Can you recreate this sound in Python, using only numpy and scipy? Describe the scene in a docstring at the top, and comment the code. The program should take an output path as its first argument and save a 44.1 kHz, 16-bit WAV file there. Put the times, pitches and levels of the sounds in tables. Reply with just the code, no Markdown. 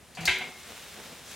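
"""A folding table clacks, ticks and knocks as trousers are lifted off its cloth cover.
The hand's weight comes off: the padded top thumps and groans, the joints let go, the frame springs
back, and the small, bare room rings on. The fabric slides over the cover and swishes into the air,
above a faint steady room noise."""
import sys
import numpy as np
from scipy import signal
from scipy.fft import rfft, irfft, next_fast_len
from scipy.io import wavfile
from scipy.ndimage import map_coordinates

SR = 44100
rng = np.random.default_rng(int(sys.argv[2]) if len(sys.argv) > 2 else 0)


def master(y):
    """Save y as 16-bit WAV."""
    cut = np.clip(np.atleast_2d(y).T, -1, 1)
    pcm = np.round(cut * 32767)  # scale
    wavfile.write(sys.argv[1], SR, pcm.astype(np.int16))


N = 59535
T = np.arange(N) / SR
LEFT_RIGHT = np.array([[1], [-1]])


def amp(db):
    """Decibels to gain."""
    return 10 ** (np.asarray(db) / 20)


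def unit(x):
    """x scaled to rms 1."""
    return x / np.sqrt(np.mean(x ** 2) + 1e-20)


def decay(t_s, t60_s):
    """Gain falling 60 dB per t60_s."""
    return np.exp(-np.log(1000) * t_s / t60_s)


def along(points, hz):
    """(Hz, value) points read on a log frequency axis."""
    points_hz, values = np.transpose(points)
    return np.interp(np.log(hz + 1), np.log(points_hz + 1), values)


def level(points):
    """(s, dB) points as a gain per sample."""
    return amp(np.interp(T, *np.transpose(points)))


def wobble(rate_hz):
    """Smooth random curve, rate_hz knots a second."""
    return map_coordinates(rng.standard_normal(int(N * rate_hz / SR) + 4), [T * rate_hz])


def at(start_s, x):
    """Stereo x delayed to start_s."""
    return np.pad(x, ((0, 0), (max(round(start_s * SR), 0), 0)))[:, :N]


def filtered(x, response):
    """x filtered by response(hz)."""
    size = next_fast_len(N + 8192)
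    hz = np.fft.rfftfreq(size, 1 / SR)
    return irfft(rfft(x, size) * response(hz), size)[..., :N]


def noise(colour, tilt_db_per_oct=0, grain=0):
    """Coloured stereo noise of rms 1; grain makes it a crowd of tiny uneven snaps."""
    # Each row: frequency in Hz, left-right correlation.
    correlation = [(50, 0.77), (150, 0.83), (400, 0.86), (1000, 0.92), (2400, 0.97), (4000, 0.81),
                   (6500, 0.7), (10000, 0.39), (15000, 0.22)]

    def mid_side_gain(hz):
        angle = np.arccos(np.clip(along(correlation, hz), -1, 1)) / 2
        gain = amp(along(colour, hz) + tilt_db_per_oct * np.log2(hz + 1))
        return gain * np.array([np.cos(angle), np.sin(angle)])

    white = rng.standard_normal((2, N)) * np.exp(grain * rng.standard_normal(N))
    mid, side = filtered(white, mid_side_gain)
    return unit(np.array([mid + side, mid - side]))


def contact(colour, attack_s, direct_db, direct_s, tilt_db_per_oct=0):
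    """A short direct burst and the room's tail, each frequency dying at its own rate."""
    # Each row: frequency in Hz, T60 in seconds.
    room_t60 = [(80, 0.32), (250, 0.26), (1000, 0.49), (2300, 0.41), (5000, 0.44), (12000, 0.33)]
    hz, t_s, spectra = signal.stft(noise(colour, tilt_db_per_oct), SR, nperseg=256)
    spectra = spectra * decay(t_s, along(room_t60, hz)[:, None])
    tail = signal.istft(spectra, SR)[1][:, :N]
    direct_boost = 1 + amp(direct_db) * np.exp(-T / direct_s)
    return tail * (1 - np.exp(-T / attack_s)) * direct_boost


def ring(modes, attack_s):
    """Decaying modes, varied in level and phase at each strike."""
    draws = rng.standard_normal((len(modes), 2))
    tones = sum(amp(db + jitter_db) * decay(T, t60_s) * np.sin(2 * np.pi * (hz * T + phase))
                for (hz, db, t60_s), (jitter_db, phase) in zip(modes, draws))
    return tones * (1 - np.exp(-T / attack_s))


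def room_noise():
    """Faint, steady, mostly low noise."""
    # Each row: frequency in Hz, relative level in dB.
    colour = [(20, -21), (40, -18), (65, 2.5), (110, -3.5), (175, -3.5), (260, -11.5), (380, -9.5),
              (600, -13.5), (900, -16), (2200, -15), (5000, -22), (10000, -20), (15500, -33)]
    return amp(-56) * noise(colour)


def fabric():
    """Cloth drags over the cover in tiny slips while its folds flap and the weave hisses."""
    # Each row: time in seconds, level in dB.
    slide_levels = [(0, -63), (.3, -51.5), (.56, -50), (.68, -47), (.87, -46.5), (.95, -47.5),
                    (1.05, -45.5), (1.13, -48.5), (1.24, -49.5), (1.30, -46), (1.35, -45)]
    weave_levels = [(0, -69.5), (.45, -55.5), (.66, -57), (.88, -56), (1.05, -54), (1.23, -58), (1.30, -49),
                    (1.35, -51)]
    fold_levels = [(0, -62.5), (.42, -49), (.62, -61.5), (.72, -52.5), (.82, -60), (.91, -59), (.99, -52),
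                   (1.05, -50), (1.15, -53.5), (1.22, -58.5), (1.35, -54.5)]
    # Each row: frequency in Hz, relative level in dB.
    slide_colour = [(100, -31), (500, -4), (1000, -4), (1600, -2.5), (2300, -1.5), (3900, -2.5),
                    (4600, -7.5), (8000, -9), (15500, -15)]
    weave_colour = [(500, -44), (3000, -11), (5000, 3), (7000, 1.5), (10000, -3.5), (13000, -14),
                    (15500, -21)]
    fold_colour = [(30, -18), (100, -11), (220, 3.5), (290, -3), (450, 0), (900, -7), (2000, -14.5),
                   (8000, -46)]
    slips = amp(0.49 * wobble(rate_hz=35.05))
    slide = level(slide_levels) * slips * noise(slide_colour, grain=0.5)
    weave = level(weave_levels) * slips * noise(weave_colour, grain=0.47)
    flaps = amp(1.74 * wobble(rate_hz=29.9))
    folds = level(fold_levels) * flaps * noise(fold_colour, grain=0.85)
    return slide + weave + folds


def top_groan():
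    """The top groans in its lowest mode while the hand pushes off."""
    start_s, rise_s, hold_s, pitch_hz = 0.178, 0.029, 0.039, 165.8
    t_s = T - start_s
    rise = np.clip(t_s / rise_s, 0, 1)
    fall = decay(np.maximum(t_s - rise_s - hold_s, 0), t60_s=0.2)
    phase_rad = 2 * np.pi * pitch_hz * T + 0.18 * wobble(rate_hz=30.2)
    return amp(-38) * rise * fall * np.sin(phase_rad)


def top_knocks():
    """The padded top gives dull knocks and soft thumps as the load shifts."""
    # Each row: start in seconds, level in dB.
    knocks = [(.170, -39.5), (.186, -40), (.231, -41), (.407, -38.5)]
    thumps = [(.205, -46), (.283, -42)]
    # Each row: frequency in Hz, relative level in dB.
    knock_colour = [(60, -24), (170, 4.5), (320, -13), (560, -4), (740, 3), (950, -7.5), (1700, -6),
                    (2400, -0.5), (3400, -5.5), (4300, -23), (8000, -26), (16000, -60)]
    thump_colour = [(20, -30), (45, -16), (85, -2.5), (115, -4.5), (170, -11), (270, -18), (360, -8.5),
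                    (500, -22), (2000, -64)]
    # Each row: frequency in Hz, relative level in dB, T60 in seconds.
    modes = [(744, -1, 0.45), (985, -11, .4), (2320, -5.5, 0.28)]
    sound = np.zeros((2, N))
    for start_s, db in knocks:
        knock = contact(knock_colour, attack_s=0.0025, direct_db=-11, direct_s=0.008)
        ringing = amp(-2.5) * ring(modes, attack_s=0.002)
        sound += at(start_s, amp(db) * (knock + ringing))
    for start_s, db in thumps:
        thump = contact(thump_colour, attack_s=0.0076, direct_db=3, direct_s=0.024)
        sound += at(start_s, amp(db) * thump)
    return sound


def joint_ticks():
    """Each joint lets go with a dry crack and a bright ringing tick."""
    # Each row: start in seconds, tick level in dB, tilt in dB per octave, crack level in dB.
    ticks = [(0.1499, -49.5, -0.5, -56), (0.207, -45.5, 2.5, -49), (.2540, -28.5, -0.5, -28),
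             (0.386, -54, 9, -35)]
    # Each row: frequency in Hz, relative level in dB.
    tick_colour = [(200, -35), (1300, -18.5), (3200, -10), (4000, -3.5), (4500, 3), (5400, -4.5),
                   (6800, -2), (8500, -9), (12000, -14), (16000, -24)]
    crack_colour = [(2000, -30), (5000, -6), (9000, -4), (13000, 1), (16000, -1)]
    # Each row: frequency in Hz, relative level in dB, T60 in seconds.
    modes = [(3980, 1.5, 0.26), (4440, -1, .25), (4580, -0.5, 0.23)]
    crack_decay_s = 0.0016
    sound = np.zeros((2, N))
    for start_s, tick_db, tilt, crack_db in ticks:
        tick = contact(tick_colour, attack_s=0.00047, direct_db=-7.5, direct_s=0.005,
                       tilt_db_per_oct=tilt)
        ringing = amp(-7.5) * ring(modes, attack_s=0.0012)
        crack = amp(crack_db) * np.exp(-T / crack_decay_s) * noise(crack_colour)
        sound += at(start_s, amp(tick_db) * (tick + ringing) + crack)
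    return sound


def frame_clacks():
    """The frame springs back with a cluster of ringing clacks, then rattles twice more."""
    # Each row: start in seconds, level in dB.
    clacks = [(0.2754, -27), (.2790, -24), (.290, -28.5), (.358, -37.5), (.412, -45.5)]
    # Each row: frequency in Hz, relative level in dB.
    colour = [(100, -17.5), (280, -29), (700, -15.5), (1200, -19), (1550, -4), (1800, -10), (2150, 5),
              (2700, -5.5), (3300, -4.5), (3950, -5.5), (4600, -35), (7000, -32), (15000, -48)]
    # Each row: frequency in Hz, relative level in dB, T60 in seconds.
    modes = [(374, -12.5, 0.73), (711, -10, .2), (833, -11, 0.25), (987.5, -12, 0.48), (1608, -7.5, .4),
             (1627, -2, 0.25), (1880, -5, 0.18), (2036, -8, 0.46), (2142, -6, 0.82), (2140, -17, 0.33),
             (2320, -10.5, .6), (2439, -4, 0.42), (2636, 1.5, 0.26), (3066, -7, .6), (3930, -6.5, 0.55)]
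    sound = np.zeros((2, N))
    for start_s, db in clacks:
        clack = contact(colour, attack_s=0.00096, direct_db=3.5, direct_s=0.0056)
        ringing = amp(-7.5) * ring(modes, attack_s=0.0014)
        sound += at(start_s, amp(db) * (clack + ringing))
    return sound


def scene():
    """Table and fabric slightly to the left, over the room noise."""
    top = amp(0.7 * LEFT_RIGHT) * (top_knocks() + top_groan())
    joints = amp(1.1 * LEFT_RIGHT) * joint_ticks()
    frame = amp(0.37 * LEFT_RIGHT) * frame_clacks()
    cloth = amp(0.28 * LEFT_RIGHT) * fabric()
    return room_noise() + cloth + top + joints + frame


def record(dry):
    """Slight phase offset between the channels and a sharp treble cutoff."""
    # Each row: frequency in Hz, left minus right phase in radians.
    phase_offset = [(60, -.15), (400, -.12), (1000, -0.028), (2500, -0.03), (4500, -0.23), (12000, -.26)]
    cutoff_hz = 15900
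    return filtered(dry, lambda hz: (hz < cutoff_hz) * np.exp(0.5j * LEFT_RIGHT * along(phase_offset, hz)))


dry = scene()
out = record(dry)
master(out)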